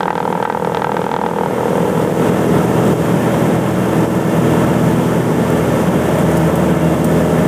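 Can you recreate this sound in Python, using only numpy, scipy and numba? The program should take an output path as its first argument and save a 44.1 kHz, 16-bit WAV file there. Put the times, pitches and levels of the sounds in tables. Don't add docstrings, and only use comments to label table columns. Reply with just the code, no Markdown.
import sys
import numpy as np
from scipy import signal
from scipy.fft import rfft, irfft
from scipy.io import wavfile
from scipy.ndimage import uniform_filter1d, minimum_filter1d
from numba import njit

SR = 44100
rng = np.random.default_rng(int(sys.argv[2]) if len(sys.argv) > 2 else 0)


def level_to_linear(level):
    exponent = np.asarray(level, float) / 20
    return 10 ** exponent


def waveform_to_disk(signal):
    frames = np.transpose(np.atleast_2d(signal))
    scaled = np.clip(frames, -1, 1) * 32767
    samples = np.round(scaled).astype(np.int16)
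    wavfile.write(sys.argv[1], SR, samples)


N = 329427

# start_s [s], duck_db [dB]
DUCKS = [(.48, 1.5), (1.9, 2.5), (2.04, 4), (2.42, 0.5), (2.65, 2), (2.93, 4.5), (3.56, 4), (3.71, 1.5),
         (4.05, 4), (4.21, 2.5), (4.7, 1.5), (5.22, 1.5), (5.6, 1.5), (5.98, 1), (6.5, 2), (6.94, 2.5)]


def unit(x):
    return x / np.sqrt(np.mean(x ** 2))


def curves(table):
    s, *columns = np.transpose(table)
    return [np.interp(np.arange(N) / SR, s, column) for column in columns]


def walk(rate_hz):
    hold = int(SR / rate_hz)
    steps = np.repeat(rng.standard_normal(N // hold + 1), hold)
    return 1.07 * uniform_filter1d(uniform_filter1d(steps, hold), hold)[:N]


def band(x, lo_hz, hi_hz):
    return signal.sosfilt(signal.butter(2, [lo_hz, min(hi_hz, SR / 2.1)], "band", fs=SR, output="sos"), x)


def turbulence(table, flicker_db, flicker_rate, count, peaks=()):
    hz, db = np.transpose(table)
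    bins = np.maximum(np.arange(N // 2 + 1) * SR / N, 1)
    shape_db = np.interp(np.log(bins), np.log(hz), db, -120, -120)
    for peak_hz, width_hz, peak_db in peaks:
        shape_db = shape_db + peak_db / (1 + (2 * (bins - peak_hz) / width_hz) ** 2)
    shape = level_to_linear(shape_db)
    place = np.log(bins / hz[0]) / np.log(hz[-1] / hz[0]) * (count - 1)
    out, shared = 0, walk(flicker_rate)
    for k in range(count):
        share = np.sqrt(np.clip(1 - abs(place - k), 0, 1))
        last, shared = shared, walk(flicker_rate)
        noise = irfft(rfft(rng.standard_normal(N)) * shape * share, N)
        out = out + level_to_linear(flicker_db * (last + shared) / 2) * noise
    return unit(out)


def phone_gain():
    # start_s [s], gain_db [dB]
    slow_gain = [(0, -9.5), (.3, -6), (1.3, -7.5), (1.85, -1), (2.1, 1), (2.3, 3), (2.9, 3), (3.2, 1.5),
                 (3.5, 2), (3.9, 0.5), (4.55, 3.5), (4.9, 1.5), (5.2, -1), (5.7, 1.5), (6.3, 2), (6.8, 0.5),
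                 (7.47, 1.5)]
    fall_s, recover_s = 0.011, 0.18
    duck_s, depth_db = np.transpose(DUCKS)
    after = np.maximum(np.arange(N) / SR - duck_s[:, None], 0)
    duck_db = depth_db @ ((1 - np.exp(-after / fall_s)) * np.exp(-after / recover_s))
    return curves(slow_gain)[0], duck_db


def shaft_turns():
    speed = [
        (0, 40.88),
        (.25, 40.46),
        (.55, 40.57),
        (1, 40.67),
        (1.5, 40.66),
        (2.05, 40.66),
        (3, 40.73),
        (4.5, 40.8),
        (6, 40.86),
        (7.47, 40.9),
    ]
    return np.cumsum(curves(speed)[0]) / SR


def slipstream_hiss(turns, gain_db):
    # pitch_hz [Hz], level_db [dB per Hz]
    spectrum = [(2650, -34), (4500, -7), (6110, -3), (8550, -2), (9880, -4.5), (14300, -7), (15500, -13)]
    puff = 1 + 0.062 * np.cos(2 * np.pi * 2 * turns) + 0.044 * np.cos(2 * np.pi * turns)
    air = turbulence(spectrum, flicker_db=-0.5, flicker_rate=12, count=4)
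    return level_to_linear(-37 + gain_db + 0.34 * walk(9)) * puff * air


def slipstream_roar(slow_db, duck_db):
    # pitch_hz [Hz], level_db [dB per Hz]
    spectrum = [(35, -35), (60, -22.5), (177, 1.5), (284, -8.5), (430, -6.5), (617, -9.5), (726, -12.5),
                (902, -16), (1080, -17.5), (1730, -23.5), (2390, -30.5), (3190, -34), (4500, -50),
                (5850, -77), (9900, -120)]
    # pitch_hz [Hz], width_hz [Hz], level_db [dB]
    fittings = [(184, 10.5, 2.5), (908, 113, 4), (1322, 39, 6), (1537, 17, 1.5), (1766, 45, 7),
                (2153, 77, 4), (2764, 28, 8), (3180, 78, 3), (3610, 880, 5)]
    air = turbulence(spectrum, flicker_db=0.5, flicker_rate=12, count=14, peaks=fittings)
    return level_to_linear(-14.5 + 0.97 * slow_db - 1.3 * duck_db + 0.43 * walk(30)) * air


def stones():
    hits = [
        (5.5019, -19, 0.02),
        (6.1878, -16, 0.02),
        (6.3144, -20, 0.02),
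        (6.3704, -14, 0.02),
        (6.3774, -28, 0.02),
        (6.556, -15, 0.02),
        (7.044, -11, 0.02),
    ]
    out, t = np.zeros(N), np.arange(SR // 20) / SR
    for s, db, scatter_s in hits:
        i = int(s * SR)
        fade = 0.62 * np.exp(-t / 0.00072) + 0.7 * level_to_linear(-60 * t / (3 * scatter_s))
        out[i:i + len(t)] += level_to_linear(db) * fade * rng.standard_normal(len(t))
    return level_to_linear(-6.0) * band(out, 6300, 14000)


def drone(turns, gain_db):
    strong = (2, 3, 4, 6)
    # level_db [dB], weakest_s [s], period_s [s], depth [0-1]
    beats = [(-32, 1.2, 16, 0.28), (-27, 6.67, 5.7, 0.65), (-23, 3.64, 2.2, 0.33), (-26, 3.58, 2.69, 0.53)]
    # multiple of shaft speed, mid-roll level_db [dB], drift_db_s [dB/s] as speed builds
    weaker = [(4.5, -36, -3.3), (5, -35, -2.8), (5.5, -41, -1.3), (6.5, -43, 0), (7, -35, 0),
              (7.5, -33, -.3), (8, -30, 1.5), (8.5, -41, 2), (9, -38, -.8), (10, -32, -1.3),
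              (10.5, -34, 1.5), (11, -31, .5), (11.5, -40, -.5), (12, -36, -2), (12.5, -38, 0),
              (13, -35, 1.6), (13.5, -42, 1.8), (14, -33, 0), (15, -36, 3.3), (15.5, -41, 1), (16, -42, 0)]
    mid_roll_s, drift_from_s, growth_db_s = 4.4, 2.5, 0.93
    out, t = 0, np.arange(N) / SR
    for multiple, (db, weak_s, period_s, depth) in zip(strong, beats):
        beat = abs(1 - depth * np.exp(2j * np.pi * (t - weak_s) / period_s))
        level = level_to_linear(growth_db_s * (t - mid_roll_s) + db + 1.1 * walk(6))
        out = out + beat * level * np.sin(2 * np.pi * multiple * turns + .25 * walk(6))
    for multiple, db, drift in weaker:
        line_db = db + drift * (np.maximum(t, drift_from_s) - mid_roll_s)
        phase = rng.uniform(0, 2 * np.pi) + .35 * walk(4)
        out = out + level_to_linear(line_db + 1.5 + 3 * walk(2)) * np.sin(2 * np.pi * multiple * turns + phase)
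    return np.sqrt(2) * level_to_linear(1.25 * gain_db) * out


def panel_blows(turns):
    strength = [(0, -19), (.53, -18.5), (.62, -22.5), (.85, -20.5), (1.2, -18.5), (1.31, -24.5),
                (1.41, -19.5), (1.5, -29.5), (1.6, -21.5), (1.9, -25.5), (3.1, -39)]
    # start_s [s], peak_db [dB]
    cracks = [(0.0298, -17), (0.0543, -28), (0.0802, -23), (0.1052, -17), (0.1286, -26), (0.1535, -18),
              (0.177, -21), (0.2014, -23), (0.2264, -28), (0.2513, -26), (0.2773, -32), (0.3257, -22),
              (0.4249, -18), (0.4494, -17), (0.4988, -23), (0.5227, -22), (0.6459, -22), (0.7447, -16),
              (0.7687, -17), (0.818, -19), (0.843, -18), (0.9168, -25), (0.9657, -19), (1.0146, -24),
              (1.041, -27), (1.0894, -28), (1.1129, -20), (1.1378, -21), (1.1623, -19), (1.2605, -22)]
    last_turn = turns[int(strength[-1][0] * SR)]
    at = np.searchsorted(turns, np.arange(.275, last_turn))
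    at = at + (.0004 * SR * rng.standard_normal(len(at))).astype(int)
    hard_db = -34 + 2 * rng.standard_normal(len(at))
    hard_db[0] = cracks[0][1]
    for s, db in cracks:
        hard_db[np.argmin(abs(at - s * SR))] = db
    size_db = curves(strength)[0][at] + 0.3 * (hard_db + 24) + 2.9 * rng.standard_normal(len(at))
    return at, size_db, hard_db


def contact(t):
    reseat_s = .0058
    return (1 - np.exp(-t / .0003)) * (.3 + .7 / (1 + np.exp((t - reseat_s) / .0006)))


def panel_boom(at, gain_db):
    modes = [(472, -5.5, 0.08), (486, -7, 0.08)]
    t, out = np.arange(SR // 20) / SR, np.zeros(N)
    boom_db = -17 + 0.5 * gain_db[at] - 9 * np.maximum(at / SR - 2.5, 0)
    sag = 1 - .13 / (1 + np.exp((2.3 - at / SR) / .1))
    for hz, db, t60 in modes:
        blow = level_to_linear(db + 2 * rng.standard_normal(len(at)) + boom_db)
        ring = np.sin(2 * np.pi * hz * np.outer(sag, t) + 2.3)
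        fade = contact(t) ** .45 * level_to_linear(-60 * t / t60)
        np.add.at(out, at[:, None] + np.arange(len(t)), blow[:, None] * fade * ring)
    return out


def panel_ring(at, size_db, hard_db):
    modes = [(867.5, -1, 0.076), (916, -4.5, 0.072), (944, -7.5, 0.12), (1200, -1.5, 0.026),
             (1316, -6, 0.059), (1545, -8.5, 0.13), (1783, -13, 0.1), (1900, -13.5, 0.093),
             (2140, -24, 0.035)]
    t, out = np.arange(SR // 20) / SR, np.zeros(N)
    for hz, db, t60 in modes:
        bright_db = 0.5 * (hard_db + 18.5) * np.log2(hz / 900)
        blow = level_to_linear(db + 2 * rng.standard_normal(len(at)) + size_db + bright_db)
        ring = contact(t) * level_to_linear(-60 * t / t60) * np.sin(2 * np.pi * hz * t)
        np.add.at(out, at[:, None] + np.arange(len(t)), blow[:, None] * ring)
    return out


def panel_slap(at, size_db):
    t, slap = np.arange(SR // 20) / SR, np.zeros(N)
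    slap[at] = level_to_linear(0.46 * (size_db + 17.5) - 26.0)
    return signal.oaconvolve(slap, np.sin(2 * np.pi * 950 * t) * (t < 1 / 950))[:N]


def panel_crack(at, hard_db):
    crack = np.zeros(N)
    crack[at + int(.0007 * SR)] = -level_to_linear(hard_db)
    return level_to_linear(22.0) * band(band(crack, 2400, 3880) + 0.48 * crack, 2900, 5700)


def panel_grit(at, size_db, hard_db):
    t, buzz = np.arange(SR // 20) / SR, np.zeros(N)
    buzz[at] = level_to_linear(size_db + 0.4 * (hard_db + 25) - 5.5)
    fade = signal.oaconvolve(buzz, np.exp(-t / 0.0069))[:N]
    return band(fade * rng.standard_normal(N), 1100, 3300)


def panel(turns, gain_db):
    at, size_db, hard_db = panel_blows(turns)
    body = panel_boom(at, gain_db) + panel_ring(at, size_db, hard_db) + panel_slap(at, size_db)
    body = level_to_linear(8.0) * uniform_filter1d(body, size=7)
    return body + panel_crack(at, hard_db) + panel_grit(at, size_db, hard_db)


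def scene():
    turns = shaft_turns()
    slow_db, duck_db = phone_gain()
    gain_db = slow_db - duck_db
    air = slipstream_hiss(turns, gain_db) + slipstream_roar(slow_db, duck_db)
    return (air + stones() + drone(turns, gain_db) + panel(turns, gain_db))[None]


@njit
def recover(need, release):
    gain, g = np.empty(len(need)), 1.
    for i in range(len(need)):
        g = min(need[i], g + (1 - g) * release)
        gain[i] = g
    return gain


def limiter(x):
    ceiling, release_s = .71, .06
    need = minimum_filter1d(ceiling / np.maximum(abs(x), ceiling), size=90)
    return x * uniform_filter1d(recover(need, 1 / (release_s * SR)), size=45)


def low_rumble():
    t = np.arange(N) / SR
    thump_db = 2.5 * sum(db * np.exp(-((t - s) / .04) ** 2) for s, db in DUCKS)
    rumble = unit(band(rng.standard_normal(N), 18, 50))
    return level_to_linear(-38.5 - 17.5 + thump_db + 2.9 * walk(10)) * rumble


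def roll_off(x):
    return signal.sosfilt(signal.butter(12, 15820, fs=SR, output="sos"), x)


def record(dry):
    bass_cut = signal.butter(4, 72, "high", fs=SR, output="sos")
    top_cut = signal.ellip(12, .3, 70, 15380, fs=SR, output="sos")
    limited = limiter(signal.sosfilt(bass_cut, dry[0]))
    mix = signal.sosfilt(top_cut, limited + low_rumble())
    return roll_off(mix[None])


dry = scene()
out = record(dry)
waveform_to_disk(out)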